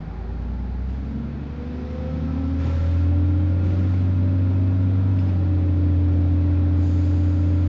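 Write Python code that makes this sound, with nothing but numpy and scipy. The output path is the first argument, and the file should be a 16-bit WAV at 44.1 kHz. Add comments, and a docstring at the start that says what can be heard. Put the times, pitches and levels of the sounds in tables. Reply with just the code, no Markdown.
"""City bus on a wet street

From a seat inside: the six-cylinder diesel pulls away, shifts up at 5.2 s and pulls on. Its orders boom
as they sweep through the cabin's resonances, over road rumble and combustion clatter. Below the floor
the wheels thump over seams, shake loose fittings and throw spray; near the end compressed air hisses."""
import sys
import numpy as np
from scipy import signal
from scipy.fft import rfft, irfft
from scipy.io import wavfile

SR = 44100
rng = np.random.default_rng(int(sys.argv[2]) if len(sys.argv) > 2 else 0)


def unload_wav(signal):
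    """Save mono or channel-first audio to the path in sys.argv[1] as 16-bit WAV at rate SR, clipped to [-1, 1]."""
    wavfile.write(
        sys.argv[1],
        SR,
        np.round(np.clip(np.atleast_2d(signal).T, -1, 1) * 32767).astype(np.int16),
    )


N = 338688
TIME = np.arange(N) / SR

# The crank climbs until the upshift. Each row: time in seconds, speed in turns per second.
CRANK_SPEED = [(0.0, 17.6), (0.3, 19.2), (0.8, 21.03), (1.3, 23.33), (1.75, 24.72), (2.26, 26.36),
               (2.87, 28.02), (3.35, 29.48), (3.86, 30.72), (4.5, 31.45), (5.12, 32.25), (5.22, 31.3),
               (5.38, 30.35), (5.55, 29.78), (5.98, 29.09), (6.46, 29.07), (7.43, 29.49), (7.68, 29.5)]
# Level laws, ahead of cabin gain and swells. Each pair: dB at CRUISE, dB per extra turn per second.
CRUISE = 30  # crank turns per second
FIRING, UNEVEN_FIRING = (-17, 0.57), (-35.5, 0.06)
FIRING_2ND, FIRING_3RD, FIRING_4TH, FIRING_5TH = (-30, 0.98), (-40.5, -0.6), (-50, -1), (-44.5, 0.56)
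FAN, FAN_OCTAVE, PUMP, RUMBLE = (-27, 1), (-37.5, 0.4), (-42.5, 1.2), (-38, 0.66)
SHAFT_SHAKE, SHAFT_NINTH, SHAFT_HUM = (-50, 1), (-43, 3), (-33.5, 1)
# The engine strains twice. Each row: start in seconds, length in seconds, gain in dB.
STRAINS = [(1.09, 0.43, 5.5), (2.04, 0.69, 2.5)]
# Single tones surge or ease. Each row: start and length in seconds, crank multiple, gain in dB.
SURGES = [(0, 0.67, 9, -5), (0.025, 0.39, 12, -5), (1.027, 0.25, 10, 3.5), (1.3, 0.4, 10, -7),
          (1.654, 0.23, 15, 7.5), (1.8, .38, 18.6, 14), (2.1, 0.35, 8.6, 3), (2.45, 0.45, 18.6, -4.5),
          (2.48, 0.77, 8.6, -5), (3.3, 0.42, 9, -2.5), (6.552, 3.7, 20, 7)]
# Weak low orders of crank and camshaft: their crank multiples, then their base levels in dB.
WEAK_ORDERS = [1.5, 2, 2.5, 3.5, 4, 5, 5.5, 6.5, 7.5, 8, 11, 13]
WEAK_DB = [-48, -42, -45.5, -43, -53.5, -41.5, -48, -46.5, -46, -44, -58, -52.5]
# High orders of engine and fan: their crank multiples, then their base levels in dB.
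HIGH_ORDERS = [21, 22, 24, 25.5, 27, 28.5, 30, 31.5, 33, 34.5, 36, 37.5, 40, 42, 45]
HIGH_DB = [-60, -64, -61, -58.5, -61.5, -59.5, -55.5, -63, -63, -63, -66, -61, -62, -62, -66]
# Cabin resonances, then pitches that cancel at the seat. Each row: pitch in Hz, width in Hz, gain in dB.
CABIN_BOOMS = [(58.8, 8.3, -5.5), (64.05, 6, -4.5), (86.13, 10.6, -1.23), (96.6, 19, -3.5),
               (132.3, 42, -2.5), (156.1, 11, 0), (185.6, 19, -5.5), (201.2, 14, -2.5), (228.6, 13, -1.2),
               (241.5, 25, -0.5), (269.1, 21, 1.4), (291.3, 22.3, -1.5), (378.1, 23, -2.7), (444, 20, -9.5),
               (487, 9.1, -2.3), (513, 21.3, 2), (556.5, 27.8, -4), (578, 4.1, -3), (633, 8.7, -16)]
SEAT_NULLS = [(110.5, 4.2, -11.5), (151.2, 6.5, -6.5), (210, 2.5, -8), (255.3, 9.2, -8),
              (277.7, 9.4, -10.5), (323.6, 22, -13.5)]
# How the cabin passes the high orders. Each row: frequency in Hz, gain in dB.
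CABIN_TREBLE = [(400, 5), (510, 1.5), (590, -3.5), (630, -10.5), (680, -3.5), (770, 1), (880, -7),
                (960, -5.5), (1060, .5), (1180, -8), (1310, 1), (1400, 2), (1480, -7.5)]
# Clatter, harder under load. Each row: time in seconds, base level in dB.
CLATTER_LEVEL = [(0, -48.5), (.7, -50.5), (1.25, -49.5), (2.1, -47), (5.9, -48), (7.68, -47)]
# Panels that ring with it. Each row: pitch in Hz, width in Hz, relative level in dB.
PANELS = [(797, 74, -29), (954, 58, -23.5), (1359, 95, -19), (1423, 30, -23), (2572, 46, -22)]
# Belts slip a little at speed. Each row: crank turns per second, pump cycles or shaft turns per turn.
PUMP_RATIO = [(27, 18.62), (29.5, 18.66), (30.6, 18.52), (32, 18.5)]
SHAFT_RATIO = [(26, .863), (29.4, .863), (30.3, .852), (32, .849)]
# The octave of the shaft's hum swells and fades. Each row: time in seconds, level in dB.
SHAFT_OCTAVE = [(1.5, -70), (1.9, -44.5), (2.2, -64.5), (3.3, -55.5), (3.6, -44), (3.9, -58), (4.25, -48),
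                (4.6, -50), (5.1, -58.5), (7.1, -57.5), (7.5, -50.5)]
# A panel's whine, the transmission shifting up, a high overtone ringing a panel as the bus pulls away, and the
# turbocharger's whistle. Each row: time in seconds, pitch in Hz, level in dB.
PANEL_WHINE = [(1.7, 1245, -75), (2.15, 1303, -53.5), (2.85, 1357, -53), (3.05, 1378, -59),
               (3.5, 1402, -54.5), (4.2, 1405, -61), (5.2, 1410, -59.5), (6, 1370, -63.5),
               (7.68, 1395, -62)]
UPSHIFT = [(5.1, 859, -100), (5.22, 804, -62), (5.42, 795, -55), (5.6, 715, -69), (5.75, 725, -100)]
EARLY_WHINE = [(0, 734, -56), (.12, 800, -47.5), (.27, 795, -49), (.45, 830, -60), (.62, 830, -49.5),
               (.95, 850, -68)]
TURBO = [(1.3, 5370, -92), (1.8, 5370, -76), (2.6, 5390, -74), (3.3, 5360, -92)]
# Tyre roar grows with road speed. Each row: time in seconds, level in dB.
TYRE_LEVEL = [(0, -61.5), (2.5, -58), (3.5, -47), (4.8, -45.5), (6, -40.5), (7.68, -43.5)]
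# Low thumps; those at 0.876 and 4.642 s are brief knocks, the rest road seams. Each row: start in seconds,
# strength in dB, pitch in Hz, decay in seconds, rattle in dB.
THUMPS = [(0.876, -41, 170, 0.022, -42.5), (2.113, -25, 183, 0.021, -43), (2.643, -17.5, 125, 0.022, -31),
          (2.759, -39, 33, 0.1, -52), (3.631, -30.5, 62, 0.088, -48), (3.859, -42, 42, 0.039, -53),
          (4.492, -43, 160, 0.036, -41), (4.642, -26, 190, 0.012, -54.5), (5.07, -37, 62, .06, -51.5),
          (5.28, -36, 45, 0.044, -49), (6.51, -33, 70, .04, -42)]
# Light ticks; the one at 0.884 s tops a faint background knock. Each row: start in seconds, level in dB.
TICKS = [(0.42, -52), (0.884, -56), (2.604, -51.5), (3.704, -49), (3.94, -47), (5.189, -47), (5.29, -46)]
# Fittings squeak. Each row: start in seconds, length in seconds, pitch in Hz, level in dB.
SQUEAKS = [(3.36, .14, 3150, -62), (5.165, .06, 5165, -64), (5.25, .055, 5165, -64)]
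# Bursts of spray. Each row: start in seconds, length in seconds, level in dB.
SPLASHES = [(0.882, 0.24, -59.5), (2.587, 0.42, -47), (3.627, 0.38, -50.5), (5.159, 0.16, -54.5)]
# The colour of each noise from the seat. Each row: frequency in Hz, relative spectral density in dB.
CLATTER_SPECTRUM = [(300, -11), (600, -2), (800, -3.5), (1000, -4.5), (1200, -6), (1600, -7), (2000, -10.5),
                    (2450, -11.5), (2800, -17), (3600, -17.5), (4400, -24), (5400, -28), (6000, -30.5),
                    (7300, -42.5)]
INTAKE_SPECTRUM = [(3000, -2.5), (4500, 2.5), (5600, -2.5), (7200, -12.5)]
RUMBLE_SPECTRUM = [(10, -24), (26, -7), (45, -10.5), (80, -5.5), (115, -6.5), (160, 2.5), (200, 0.5),
                   (250, -1.5), (300, 0), (345, -7), (390, -7), (460, -10.5), (540, -14), (700, -28.5),
                   (1100, -45)]
TYRE_SPECTRUM = [(100, -6), (175, 5), (230, -9), (340, 1), (430, -2.5), (560, -7), (700, -9.5),
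                 (900, -29.5)]
RATTLE_SPECTRUM = [(150, 7), (310, 12.5), (450, 0.5), (650, -21.5), (790, 3), (980, -6), (1200, -18.5),
                   (2500, -21), (4000, -23.5), (7000, -33.5)]
TICK_SPECTRUM = [(500, -3.5), (900, 0.5), (1500, -6.5), (2400, 2.5), (3600, -9.5), (5500, -19), (7300, -25)]
SPRAY_SPECTRUM = [(500, -3), (1500, -1.5), (2600, -6), (3200, -9), (4400, -12), (5600, -16.5), (7300, -22)]
AIR_SPECTRUM = [(1200, -18), (2800, 2.5), (4200, 2.5), (4800, 7), (5600, -3), (6400, 3), (7500, -0.5)]
VENT_SPECTRUM = [(300, 6.5), (900, -3), (1500, -11), (2300, -5.5), (2900, -6.5), (3800, -7.5), (4700, -9.5),
                 (5400, -15.5), (5900, -17), (7300, -26)]


def firing(turns):
    """Three firings a turn make the deep note and its overtones; unequal cylinders add order 4.5."""
    out = order_gain(FIRING, 3) * tone(3 * turns, rough=0.036, flutter_hz=11)
    out += order_gain(UNEVEN_FIRING, 4.5) * tone(4.5 * turns, rough=0.046, flutter_hz=1.3)
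    strain = amp(strain_db())
    for multiple, law in (6, FIRING_2ND), (9, FIRING_3RD), (12, FIRING_4TH), (15, FIRING_5TH):
        overtone = tone(multiple * turns + rng.random(), rough=0.09, flutter_hz=8)
        out += strain * order_gain(law, multiple) * overtone
    return out


def fan(turns, blades=10):
    """The cooling fan's blades hum at their passing rate and its octave."""
    hum = order_gain(FAN, blades) * tone(blades * turns, rough=0.07, flutter_hz=13)
    octave = order_gain(FAN_OCTAVE, 2 * blades) * tone(2 * blades * turns, rough=0.17, flutter_hz=14)
    return hum + octave


def weak_orders(turns):
    """Faint low tones of crank and camshaft stand out as they cross a cabin resonance."""
    return sum(amp(db) * boom(multiple) * tone(multiple * turns + rng.random(), rough=0.13, flutter_hz=3)
               for multiple, db in zip(WEAK_ORDERS, WEAK_DB))


def high_orders(turns, fade_depth_db=3.5, fade_hz=1.5):
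    """Thin overtones climb with the revs, each fading in and out."""
    speed, out = curve(CRANK_SPEED), np.zeros(N)
    low_revs_db = 0.3 * np.minimum(speed - 23, 0)  # weaker below 23 turns per second
    for multiple, db in zip(HIGH_ORDERS, HIGH_DB):
        cabin_db = np.interp(multiple * speed, *np.transpose(CABIN_TREBLE))
        fade_db = fade_depth_db * (np.tanh(wander(fade_hz)) - 0.5)
        overtone = tone(multiple * turns + rng.random(), rough=0.3, flutter_hz=4.1)
        out += amp(db + cabin_db + fade_db + low_revs_db) * overtone
    return out


def clatter(turns, pulse_depth=0.076, knock_hz=2450):
    """Combustion noise comes through the floor, pulsing slightly with each firing, and rings panels."""
    puffs = noise() * np.exp(pulse_depth * np.cos(2 * np.pi * 3 * turns))
    ringing = sum(amp(db) * resonate(puffs, hz, width) for hz, width, db in PANELS)
    knock = colour(puffs, CLATTER_SPECTRUM) + ringing
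    treble = signal.sosfiltfilt(signal.butter(4, knock_hz, "high", fs=SR, output="sos"), knock)
    hardness = amp(3 * np.minimum(curve(CRANK_SPEED) - 25, 0))  # duller below 25 turns per second
    return amp(curve(CLATTER_LEVEL)) * (knock - treble + hardness * treble)


def pump():
    """A belt-driven pump whines just under the fan's octave."""
    multiple, cycles = belt_drive(PUMP_RATIO)
    return order_gain(PUMP, multiple) * tone(cycles, rough=0.081, flutter_hz=3.1)


def accessory_shaft():
    """A belt-driven shaft hums between the engine's orders; its unbalance shakes the floor."""
    ratio, turns = belt_drive(SHAFT_RATIO)
    out = amp(driven_db(SHAFT_SHAKE)) * tone(turns, rough=0.3, flutter_hz=3.8)
    for multiple, law in (9, SHAFT_NINTH), (10, SHAFT_HUM):
        out += order_gain(law, multiple * ratio) * tone(multiple * turns, rough=0.047, flutter_hz=13)
    return out + amp(curve(SHAFT_OCTAVE)) * tone(20 * turns, rough=0.11, flutter_hz=9)


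def panel_whine():
    """A wavering whine near 1.3-1.4 kHz as high engine overtones ring a panel."""
    cycles = np.cumsum(curve(PANEL_WHINE)) / SR
    return amp(curve(PANEL_WHINE, column=2)) * tone(cycles, rough=0.8, flutter_hz=18)


def transmission():
    """A high engine overtone rings a panel near 800 Hz as the bus pulls away, and the transmission whines
    downward at the upshift."""
    return whistle(UPSHIFT, width_hz=32) + whistle(EARLY_WHINE, width_hz=110)


def turbo(intake_above_db=7.5):
    """The turbocharger spools up: a thin whistle in a rush of intake air."""
    intake_gain = amp(curve(TURBO, column=2) + intake_above_db)
    return whistle(TURBO, width_hz=180) + intake_gain * colour(noise(), INTAKE_SPECTRUM)


def rumble():
    """The road shakes the body in uneven swells, harder on broken asphalt and as the engine strains."""
    asphalt_db = 5.4 * arch(start=3.53, length=0.41)
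    swell_db = asphalt_db + 0.5 * strain_db() + wander(23)
    return amp(driven_db(RUMBLE) + swell_db) * colour(noise(), RUMBLE_SPECTRUM)


def tyres():
    """The rolling tyres roar low beneath the cabin."""
    return amp(curve(TYRE_LEVEL)) * colour(noise(), TYRE_SPECTRUM)


def thumps(rise_s=0.024, rattle_decay_s=0.041):
    """Dull thumps with a rattle: two are brief knocks, the rest seams jolting the body."""
    out, rattle = np.zeros(N), colour(noise(), RATTLE_SPECTRUM)
    for start, db, hz, decay, rattle_db in THUMPS:
        t = since(start)
        swell = 2 * (1 - np.exp(-t / rise_s))
        out += amp(db) * swell * np.exp(-t / decay) * np.sin(2 * np.pi * hz * t)
        out += amp(rattle_db) * swell * np.exp(-t / rattle_decay_s) * rattle
    return out


def ticks(decay_s=0.012):
    """Light, dry ticks in the cabin, each a burst of noise that dies at once."""
    strength = sum(amp(db) * (TIME >= start) * np.exp(-since(start) / decay_s) for start, db in TICKS)
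    return strength * colour(noise(), TICK_SPECTRUM)


def squeaks():
    """Fittings give short, scratchy chirps as the body flexes."""
    return sum(amp(db) * arch(start, length) * tone(hz * TIME, rough=0.55, flutter_hz=60)
               for start, length, hz, db in SQUEAKS)


def spray(rise_s=0.0088, sink_db_per_s=10, tail_s=0.11):
    """Outside, water hits the wheel arch in a dense rush that sinks and then dies away."""
    power = np.zeros(N)
    for start, length, db in SPLASHES:
        t = since(start)
        rush = amp(db - sink_db_per_s * t) * (1 - np.exp(-t / rise_s))
        tail = np.exp(-since(start + length) / tail_s)
        power += (rush * tail) ** 2
    drops = noise() * amp(1.2 * wander(200, size=8192))
    return np.sqrt(power) * colour(drops, SPRAY_SPECTRUM)


def air_valve(opens_s=6.75, rise_s=0.1, level_db=-56, fall_db_per_s=8.5):
    """A valve lets out compressed air under the floor; the hiss sinks with the pressure."""
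    t = since(opens_s)
    opening = np.minimum(t / rise_s, 1)
    return opening * amp(level_db - fall_db_per_s * t) * colour(noise(), AIR_SPECTRUM)


def vent(level_db=-57.5):
    """The heater ducts hiss softly behind everything else."""
    return amp(level_db) * colour(noise(), VENT_SPECTRUM)


def boom(multiple):
    """Gain at the seat for a tone at this crank multiple (a number or a curve), with its surges."""
    pitches = np.linspace(20, 700, 1400)

    def bell(hz, width):
        """Power of one resonance, 1 at its centre."""
        return 1 / (1 + (2 * (pitches - hz) / width) ** 2) ** 2
    floor = amp(-16.5) ** 2  # what passes between the resonances
    power = floor + sum(amp(db) ** 2 * bell(hz, width) for hz, width, db in CABIN_BOOMS)
    dips_db = sum(db * bell(hz, width) for hz, width, db in SEAT_NULLS)
    cabin = np.interp(multiple * curve(CRANK_SPEED), pitches, np.sqrt(power) * amp(dips_db))
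    surge_db = sum(db * arch(start, length) for start, length, order, db in SURGES
                   if abs(np.mean(multiple) - order) < 0.25)
    return cabin * amp(surge_db)


def driven_db(law):
    """Level of a part that follows the crank speed."""
    db, db_per_speed = law
    return db + db_per_speed * (curve(CRANK_SPEED) - CRUISE)


def order_gain(law, multiple):
    """Strength of an engine-driven tone after crossing the cabin to the microphone."""
    return amp(driven_db(law)) * boom(multiple)


def strain_db(edge_s=0.08):
    """Extra level that builds and eases as the engine strains."""
    return sum(db * np.clip(np.minimum(TIME - start, start + length - TIME) / edge_s, 0, 1)
               for start, length, db in STRAINS)


def belt_drive(ratios):
    """A belt-driven part's ratio to the crank, and its running count of cycles."""
    speed = curve(CRANK_SPEED)
    ratio = np.interp(speed, *np.transpose(ratios))
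    return ratio, np.cumsum(speed * ratio) / SR


def tone(cycles, rough, flutter_hz):
    """A tone on a running count of cycles, near rms 1; roughness shakes its strength and phase."""
    angle = 2 * np.pi * cycles
    in_phase = (1 + rough * wander(flutter_hz)) * np.cos(angle)
    quadrature = rough * wander(flutter_hz) * np.sin(angle)
    return (in_phase + quadrature) * np.sqrt(2 / (1 + 2 * rough ** 2))


def whistle(rows, width_hz):
    """A fuzzy tone: narrow noise that follows a table of pitch and level."""
    return amp(curve(rows, column=2)) * resonate(noise(), curve(rows), width_hz)


def resonate(x, hz, width_hz):
    """Passes x through a steep resonance that follows the pitch hz, at rms 1."""
    carrier = np.exp(2j * np.pi * np.cumsum(hz * np.ones(N)) / SR)
    pole = np.exp(-np.pi * width_hz / SR)
    envelope = signal.lfilter([1], [1, -2 * pole, pole * pole], x / carrier)
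    return unit((carrier * envelope).real)


def colour(x, spectrum):
    """Filters x by a spectrum of (Hz, dB) points, falling away past its ends, at rms 1."""
    hz, db = np.transpose(spectrum)
    log_f, log_points = np.log(np.fft.rfftfreq(N, 1 / SR) + 1), np.log(hz)
    outside = np.maximum(log_points[0] - log_f, 0) + np.maximum(log_f - log_points[-1], 0)
    gain = amp(np.interp(log_f, log_points, db) - 40 * outside)
    return unit(irfft(rfft(x) * gain, N))


def wander(rate_hz, size=1024):
    """Smooth random drift near rms 1, up to about rate_hz."""
    f = np.fft.rfftfreq(size, N / SR / size)
    slow = irfft(rfft(rng.standard_normal(size)) / (1 + (f / rate_hz) ** 2))
    return np.interp(TIME, np.linspace(0, N / SR, size), unit(slow))


def curve(rows, column=1):
    """One column of a table, joined by straight lines in time."""
    rows = np.array(rows, float)
    return np.interp(TIME, rows[:, 0], rows[:, column])


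def arch(start, length):
    """Rises from 0 to 1 and falls back over a span of seconds."""
    return np.sin(np.pi * np.clip((TIME - start) / length, 0, 1))


def since(start):
    """Seconds since start, 0 before it."""
    return np.maximum(TIME - start, 0)


def noise():
    """White noise."""
    return rng.standard_normal(N)


def amp(db):
    """Decibels to gain."""
    return 10 ** (np.asarray(db) / 20)


def unit(x):
    """Scales to rms 1."""
    return x / np.sqrt(np.mean(x ** 2) + 1e-20)


def scene():
    """Everything as it reaches one seat in the cabin, in mono."""
    turns = np.cumsum(curve(CRANK_SPEED) * (1 + 0.00051 * wander(5.5))) / SR
    engine = firing(turns) + fan(turns) + weak_orders(turns) + high_orders(turns) + clatter(turns)
    whines = pump() + accessory_shaft() + panel_whine() + transmission() + turbo()
    body = rumble() + tyres() + thumps() + ticks() + squeaks()
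    return (engine + whines + body + spray() + air_valve() + vent())[None]


def record(dry):
    """A small microphone at the seat, deaf above about 7.5 kHz; both ends fade briefly."""
    faded = dry * signal.windows.tukey(N, 0.002)
    lowpass = signal.firwin(511, 7520, window=("kaiser", 9), fs=SR)
    return signal.oaconvolve(faded, lowpass[None], "same")


dry = scene()
out = record(dry)
unload_wav(out)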